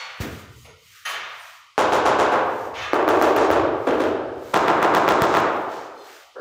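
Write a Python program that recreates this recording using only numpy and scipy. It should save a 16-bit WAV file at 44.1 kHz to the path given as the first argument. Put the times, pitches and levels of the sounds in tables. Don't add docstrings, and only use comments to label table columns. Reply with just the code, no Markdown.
import sys
import numpy as np
from scipy import signal
from scipy.fft import rfft, irfft
from scipy.io import wavfile
from scipy.ndimage import uniform_filter1d

SR = 44100
rng = np.random.default_rng(int(sys.argv[2]) if len(sys.argv) > 2 else 0)


def put_to_file(sound):
    columns = np.atleast_2d(sound).T
    safe = np.clip(columns, -1, 1)
    whole_steps = np.round(safe * 32767)
    wavfile.write(sys.argv[1], SR, whole_steps.astype(np.int16))


def elevation(decibels):
    levels = np.asarray(decibels, float)
    return 10 ** (levels / 20)


N = 282460
EARLY = round(.3 * SR)

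# [t/s, blow level/dB, direct level re blow/dB, crack level/dB]
MALLET_TAPS = [
    [(1.7795, -11.5, 9.5, 6.5), (1.9230, -13.5, 7, 7), (2.0510, -11.5, -21, 6), (2.1870, -12.5, 1, 5.5),
     (2.3165, -15.5, -5, -1.5)],
    [(2.9334, -13, 14, 3), (3.0792, -10.5, 10.5, 6.5), (3.2144, -10.5, 10.5, 8), (3.3548, -11.5, -19, 7),
     (3.5036, -12, 12.5, 8)],
    [(3.8650, -13.5, -23, 2), (3.9950, -16, -23, 6)],
    [(4.5330, -11, -18, 4.5), (4.6731, -12.5, -19, -1.5), (4.8188, -12, -4, -1), (4.9401, -12, 3, 3),
     (5.0794, -11.5, 12, 4), (5.2107, -15, -1, 5.5), (5.3411, -12.5, 7.5, -6), (5.3605, -23, -8, 9.5)],
]
# [delay/s, level/dB, crack level/dB]
WALL_ECHOES = [
    [(.0030, 0, -15), (.0095, -17, -14), (.0130, -3.5, 8), (.0250, -15, -18), (.0310, -14, 14)],
    [(.0097, 1, 4), (.0153, 0, -10), (.0290, -12, -10), (.0430, -23, 5), (.0950, 3, -28), (.1040, -19, -16)],
    [(.0053, -16, -12), (.0097, 3, 3), (.0190, -10, -11), (.0240, -3, -3), (.0440, 4, -8)],
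    [(.0101, 6.5, 2.5), (.0158, 2.5, -12), (.0300, 4, -24), (.0350, -1, -3), (.0420, -5, 5)],
]
# [f/Hz, density level/dB per Hz]
TILE_SPOT_1 = [(82, -59), (140, -22.5), (524, -6.5), (578, -9.5), (638, -8), (874, -9), (1110, -9.5),
               (1640, -16), (1850, -21), (6780, -40.5), (8580, -46), (15500, -48.5)]
TILE_SPOT_2 = [(82, -41), (140, -33), (216, -17.5), (321, -0.5), (439, -5.5), (535, -3.5), (1010, -10),
               (1150, -7.5), (1850, -19.5), (3160, -30), (4160, -36), (6810, -44), (9160, -50.5),
               (15600, -36.5)]
TILE_SPOT_3 = [(82, -60), (140, -20), (181, -19), (284, -4), (382, -0.5), (578, -4.5), (1020, -13.5),
               (1640, -15), (1810, -22.5), (3020, -27), (8090, -48), (15500, -50)]
TILE_SPOT_4 = [(82, -50), (140, -9.5), (268, -8.5), (302, -3), (375, -2), (504, -3), (777, -2),
               (1350, -4.5), (1810, -14), (6650, -32.5), (10200, -40.5), (15500, -32)]
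# [t/s, peak level/dB, f/Hz, T60/s, hall level/dB, slap level/dB]
SOFT_THUDS = [
    (.203, -8.5, 106, 0.025, -38, -26),
    (5.218, -7.5, 148, 0.034, -55, -49),
    (0.23, -38, 230, 0.026, -61, -25),
    (4.423, -24, 550, 0.047, -51, -40),
]
# [f/Hz, density level/dB per Hz]
ADHESIVE_SLAP = [(120, -61), (200, 2.5), (333, 0.5), (585, -6), (890, -12.5), (2020, -15.5), (6240, -30),
                 (9830, -36), (15500, -28)]
# [t/s, crash level/dB, length/s, swell/s]
STEEL_RATTLES = [
    (-.08, -43, 0.15, 0.03),
    (0.646, -60, 0.023, 0.005),
    (1.051, -40, 0.13, 0.0054),
    (2.736, -35, 0.063, 0.072),
    (2.813, -42, 0.028, 0.022),
]
# [f/Hz, density level/dB per Hz]
CRASH_SPECTRUM = [(300, -25.5), (1030, -9.5), (1880, -8.5), (3300, -12), (4500, -19), (6350, -26.5),
                  (8200, -39), (15500, -43.5)]
# [f/Hz, level/dB]
STEEL_MODES = [
    [(1430, -7), (2200, 0), (2340, -9), (3470, -10), (4410, 1), (5050, -16), (5730, -10), (6270, -14),
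     (6890, -11), (8000, -24), (10100, -28)],
    [(4770, -10), (6490, -1), (9970, -2), (14000, -10), (14780, -11)],
    [(641, 0), (947, -3), (1310, -6)],
    [(1244, -5), (1427, -6), (1674, -10), (1846, 0), (2013, -7), (2202, -9), (2654, -6), (2778, -8),
     (3004, -3), (3100, -6), (3840, -14), (5889, -11), (9249, -19), (12760, -20)],
    [(9020, 0), (10600, -8)],
    [(1755, -6), (2180, -4), (3025, 0), (3505, -8), (4204, -16), (5000, -19), (5792, -13), (6220, -18),
     (6632, -11)],
    [(1222, 0), (1640, -8), (2665, -5), (9200, -34)],
    [(3555, -6), (4200, 0), (4980, -7), (6289, -8), (7900, -15), (10700, -19)],
]
# [t/s, ring level/dB, swell/s]
STEEL_STRIKES = [
    [(-.08, -34, .028)],
    [(.6, -47, .09), (1.05, -39, .004)],
    [(.647, -55, .0092)],
    [(1.05, -33, .004)],
    [(1.39, -54, .01)],
    [(2.76, -32, .04)],
    [(2.814, -30, .022)],
    [(1.05, -41, .004), (5.97, -51, .015)],
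]
# [f/Hz, density level/dB per Hz]
FAR_KNOCK_TIMES = [.645, 6.357]
FAR_KNOCK_LEVELS = [-55, -34.5]
FAR_KNOCK_SPECTRUM = [(88, -56), (150, -27), (339, -8), (463, 9.5), (545, -4), (815, -18), (1380, -6.5),
                      (1710, -12), (1930, -41), (3000, -47), (3900, -81), (6600, -120)]
# [t at full speed/s, rise/s, fall/s, hiss level above 11 kHz/dB, dull share/dB]
BROOM_STROKES = [(0.0, .05, 0.036, -70, 17), (.214, 0.0092, 0.028, -46.5, 2.5),
                 (.38, 0.18, 0.064, -57.5, -1), (.61, 0.12, 0.078, -63, -19), (.97, 0.15, .1, -59, 1.5),
                 (1.1, .03, 0.063, -48, -6), (1.48, 0.18, 0.13, -59.5, 3), (1.95, 0.052, 0.044, -54, -2),
                 (2.35, .08, 0.049, -65, -8), (2.62, 0.2, .1, -60.5, 1), (2.83, 0.047, 0.06, -68, 3),
                 (3.28, 0.14, 0.055, -52, 5.5), (3.42, 0.03, 0.059, -58, 16), (3.87, .11, 0.098, -66, 1),
                 (4.03, 0.099, 0.093, -60, 5), (4.52, 0.11, .15, -59.5, 1.5), (5.0, 0.48, .3, -66, -11),
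                 (5.36, 0.11, 0.051, -59.5, 15.5), (5.57, .1, 0.11, -64.5, 1),
                 (5.73, 0.044, 0.14, -60.5, 8.5), (6.13, 0.13, 0.13, -58.5, 3)]
# [f/Hz, density level/dB per Hz]
GRAIN_SPECTRUM = [(710, -65), (1200, -2.5), (1620, 0), (2300, -6), (6890, -9.5), (11300, -18.5),
                  (14700, -11), (15800, -20)]
# [t/s, level/dB]
SLAB_STAMPS = [(.1, -58), (.2, -31), (.7, -56.5), (1.14, -55), (2.6, -47), (2.77, -45), (3.5, -32),
               (4.059, -40), (4.36, -50), (5.09, -47)]
# [f/Hz, density level/dB per Hz]
AIR_SPECTRUM = [(24, -52), (40, 11), (825, -40), (935, -13), (1060, -28), (1430, 5), (2610, -19.5),
                (3030, 9), (3270, -0.5), (4640, -1), (15800, -28)]
# [f/Hz, T60/s, tail level/dB]
HALL_DECAY = [(60, 0.56, -7), (158, 0.93, 0), (380, 1.477, 4), (970, 1.397, 4), (2920, 0.96, 3),
              (4640, 0.74, -1), (8250, 0.32, 7.5), (14000, 0.12, -19)]
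# [f/Hz, density level/dB per Hz, depth/dB]
SUPPRESSOR_GATE = [(90, -79, -7), (203, -81.5, -7), (352, -78.5, -16), (670, -84, -15), (1150, -85, -3),
                   (1700, -81, -16), (2500, -110, 0)]


def mallet():
    tail_db, blow_gain_db, direct_crack_db = 14.5, 14.0, -13.0
    crack_s = 0.0004
    crack_band = signal.butter(2, 3000, "high", fs=SR, output="sos")
    fade = np.exp(-np.arange(200) / (crack_s * SR))
    fade_norm = np.sqrt(np.sum(fade ** 2))
    spots = (TILE_SPOT_1, TILE_SPOT_2, TILE_SPOT_3, TILE_SPOT_4)
    out = 0
    for taps, walls, spot in zip(MALLET_TAPS, WALL_ECHOES, spots):
        tail = elevation(tail_db) * hall_tail(rise_s=0.0064, dense_s=.12)
        knock = pulse(spot)
        crack = signal.sosfilt(crack_band, knock)
        s, blow_db, direct_db, crack_db = np.transpose(taps)
        blow_db = blow_db + blow_gain_db
        grit_db = blow_db + crack_db

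        body = through(clicks(s, elevation(blow_db)), tail)
        body -= clicks(s, elevation(blow_db + direct_db))
        grit = through(clicks(s, elevation(grit_db)), tail)
        arrivals = [(s, grit_db + direct_db + direct_crack_db)]
        for delay, wall_db, shine_db in walls:
            body += clicks(s + delay, elevation(blow_db + wall_db))
            arrivals.append((s + delay, grit_db + wall_db + shine_db))

        for at, db in np.concatenate(arrivals, axis=1).T:
            i = round(at * SR) + EARLY
            smear = rng.standard_normal(len(fade)) * fade / fade_norm
            grit[i:i + len(fade)] += elevation(db) * smear
        out = out + through(body, knock - crack) + through(grit, crack)
    return out


def thuds(tail):
    slap_t60_s = 0.52
    t = np.arange(SR // 4) / SR
    out = 0
    for s, peak_db, hz, t60, hall_db, slap_db in SOFT_THUDS:
        cycles = np.sin(2 * np.pi * hz * t) * elevation(-60 * t / t60)
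        push = through(clicks([s], 0.87), cycles)
        burst = rng.standard_normal(len(t)) * elevation(slap_db - 60 * t / slap_t60_s)
        slap = through(through(clicks([s], 0.55), burst), pulse(ADHESIVE_SLAP))
        sent = elevation(hall_db + 14.5) * push + elevation(-14.0) * slap
        out = out + elevation(peak_db) * push + slap + through(sent, tail)
    return out


def steel_piece(modes):
    split_hz = 17.0
    t60_s, damp_hz = 1.0, 7000
    t = np.arange(SR) / SR
    draws = rng.standard_normal((len(modes), 2, 4, 1))
    sound = 0
    for (hz, level_db), (offset, phase) in zip(modes, draws):
        partial_hz = hz + split_hz * np.sqrt(hz / 1000) * (offset - offset[0])
        cluster = np.sin(2 * np.pi * (partial_hz * t + phase)).T @ [1, .55, .4, .3]
        t60 = t60_s / (1 + (hz / damp_hz) ** 1.6)
        sound = sound + elevation(level_db - 60 * t / t60) * cluster
    return sound


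def clangs(tail):
    hall_ring_db = -17
    t = np.arange(SR) / SR
    crash, ring = 0, 0
    for s, crash_db, length, swell in STEEL_RATTLES:
        envelope = (1 - np.exp(-t / swell)) * np.exp(-t / length)
        rattle = rng.standard_normal(len(t)) * envelope / np.sqrt(length * SR)
        crash = crash + through(clicks([s], elevation(crash_db + 47)), rattle)
    crash = through(crash, pulse(CRASH_SPECTRUM))

    for modes, strikes in zip(STEEL_MODES, STEEL_STRIKES):
        sound = steel_piece(modes)
        for s, ring_db, swell in strikes:
            ring = ring + through(clicks([s], elevation(ring_db)), sound * (1 - np.exp(-t / swell)))

    knock_clicks = clicks(FAR_KNOCK_TIMES, elevation(np.array(FAR_KNOCK_LEVELS) + 33.5))
    knock = through(knock_clicks, pulse(FAR_KNOCK_SPECTRUM))
    direct = elevation(1.0) * crash + ring + elevation(-15.5) * knock
    return direct + through(crash + knock + elevation(hall_ring_db) * ring, tail)


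def broom(tail):
    grains_per_s, uneven_db = 9000, 3.5
    edge_db, rest_db = -10, -90.5
    t = (np.arange(N + EARLY) - EARLY) / SR
    sizes = elevation(uneven_db * np.minimum(rng.exponential(1, len(t)), 5))
    sizes = sizes * rng.choice([-1, 1], len(t))
    flicked = rng.random(len(t)) < grains_per_s / SR
    grit = through(sizes * flicked, pulse(GRAIN_SPECTRUM))
    bright = signal.sosfilt(signal.butter(4, 11000, "high", fs=SR, output="sos"), grit)
    dull = signal.sosfilt(signal.butter(2, 7000, "low", fs=SR, output="sos"), grit)
    stroke = elevation(rest_db) * grit
    for s, rise, fall, hiss_db, dull_db in BROOM_STROKES:
        off_peak = (t - s) / np.where(t < s, rise, fall)
        speed = elevation(hiss_db + edge_db * off_peak ** 2)
        stroke = stroke + speed * (grit + (elevation(dull_db) - 1) * dull)
    stroke = stroke / np.std(bright)
    return stroke + elevation(-5.5) * through(stroke, tail)


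def rumble():
    t60_s, rise_s, per_tap_db = 1.48, 0.01, -28.5
    taps = [(row[0], row[1] + per_tap_db) for spot in MALLET_TAPS for row in spot]
    s, level_db = np.transpose(taps + list(SLAB_STAMPS))
    t = np.arange(2 * SR) / SR
    decay = elevation(-120 * t / t60_s) * (1 - np.exp(-t / rise_s))
    energy = through(clicks(s, elevation(2 * level_db)), decay)
    band = signal.butter(3, [60, 135], "band", fs=SR, output="sos")
    low = signal.sosfilt(band, rng.standard_normal(N + EARLY))
    low = low / np.sqrt(np.mean(low ** 2) + 1e-20)
    return low * np.sqrt(np.maximum(energy, 0))


def still_air():
    return elevation(-59) * through(rng.standard_normal(N + EARLY), pulse(AIR_SPECTRUM))


def hall_tail(rise_s, dense_s):
    t = np.arange(2 * SR) / SR
    edges = 30 * 2 ** np.arange(0, 9.6, .5)
    crowd = np.clip((t / dense_s) ** 2, .04, 1)
    present = rng.random(len(t)) < crowd
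    white = rng.standard_normal((2, len(t))) * present / np.sqrt(crowd)
    tail = 0
    for k, (low, high) in enumerate(zip(edges, np.minimum(edges[1:], .45 * SR))):
        band_pass = signal.butter(2, [low, high], "band", fs=SR, output="sos")
        band = signal.sosfilt(band_pass, white[k % 2])
        hz = np.sqrt(low * high)
        level_db = at_hz(HALL_DECAY, hz, count=2)
        tail = tail + band * elevation(level_db - 60 * t / at_hz(HALL_DECAY, hz))
    return tail * (1 - np.exp(-(t / rise_s) ** 2)) / np.sqrt(SR / 20)


def at_hz(points, hz, count=1):
    table = np.array(points)
    return np.interp(np.log(hz + 1), np.log(table[:, 0]), table[:, count])


def pulse(spectrum, size=2048):
    fold = irfft(np.log(elevation(at_hz(spectrum, np.linspace(0, SR / 2, size + 1)))))
    fold[1:size] *= 2
    fold[size + 1:] = 0
    shape = irfft(np.exp(rfft(fold)))[:size]
    return shape / np.sqrt(np.sum(shape ** 2))


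def through(x, response):
    return signal.fftconvolve(x, response)[:len(x)]


def clicks(times, sizes):
    line = np.zeros(N + EARLY)
    np.add.at(line, np.round(np.array(times) * SR).astype(int) + EARLY, sizes)
    return line


def scene():
    far = hall_tail(rise_s=0.0035, dense_s=.06)
    mix = mallet() + thuds(far) + clangs(far) + broom(far) + rumble() + still_air()
    return mix[None, EARLY:]


def suppress(x):
    knee_db, size, overlap = 1.0, 1024, 896
    hz, _, frames = signal.stft(x, SR, nperseg=size, noverlap=overlap)
    density = np.abs(frames) ** 2 * size / (.75 * SR)
    power = uniform_filter1d(density, size=7, axis=0)
    recent = uniform_filter1d(power, size=15, axis=1, origin=3)
    over_db = 10 * np.log10(np.maximum(recent, 1e-20)) - at_hz(SUPPRESSOR_GATE, hz)[:, None]
    shut = .5 - .5 * np.tanh(over_db / knee_db)
    depth_db = at_hz(SUPPRESSOR_GATE, hz, count=2)[:, None]
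    return signal.istft(frames * elevation(depth_db * shut), SR, nperseg=size, noverlap=overlap)[1][:len(x)]


def gain_control(x):
    knee_db, squeeze, release_db_per_s = -15.5, 0.24, 70.0
    level = 10 * np.log10(uniform_filter1d(x ** 2, size=441) + 1e-12)
    fall = release_db_per_s * np.arange(len(x)) / SR
    held = np.maximum.accumulate(level + fall) - fall
    cut_db = squeeze * np.maximum(held - knee_db, 0)
    return x * elevation(-uniform_filter1d(cut_db, size=221))


def low_pass(x):
    return signal.sosfilt(signal.butter(12, 16510, fs=SR, output="sos"), x)


def record(dry):
    x = signal.sosfilt(signal.butter(4, 64, "high", fs=SR, output="sos"), dry[0])
    x = x + elevation(-13.0) * signal.lfilter(*signal.iirpeak(15000, 4.0, fs=SR), x)
    x = gain_control(suppress(x))
    x = 0.8 * np.tanh(x / 0.87)
    x = signal.sosfilt(signal.cheby2(14, 60, 16300, fs=SR, output="sos"), x)
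    return low_pass(x[None])


dry = scene()
out = record(dry)
put_to_file(out)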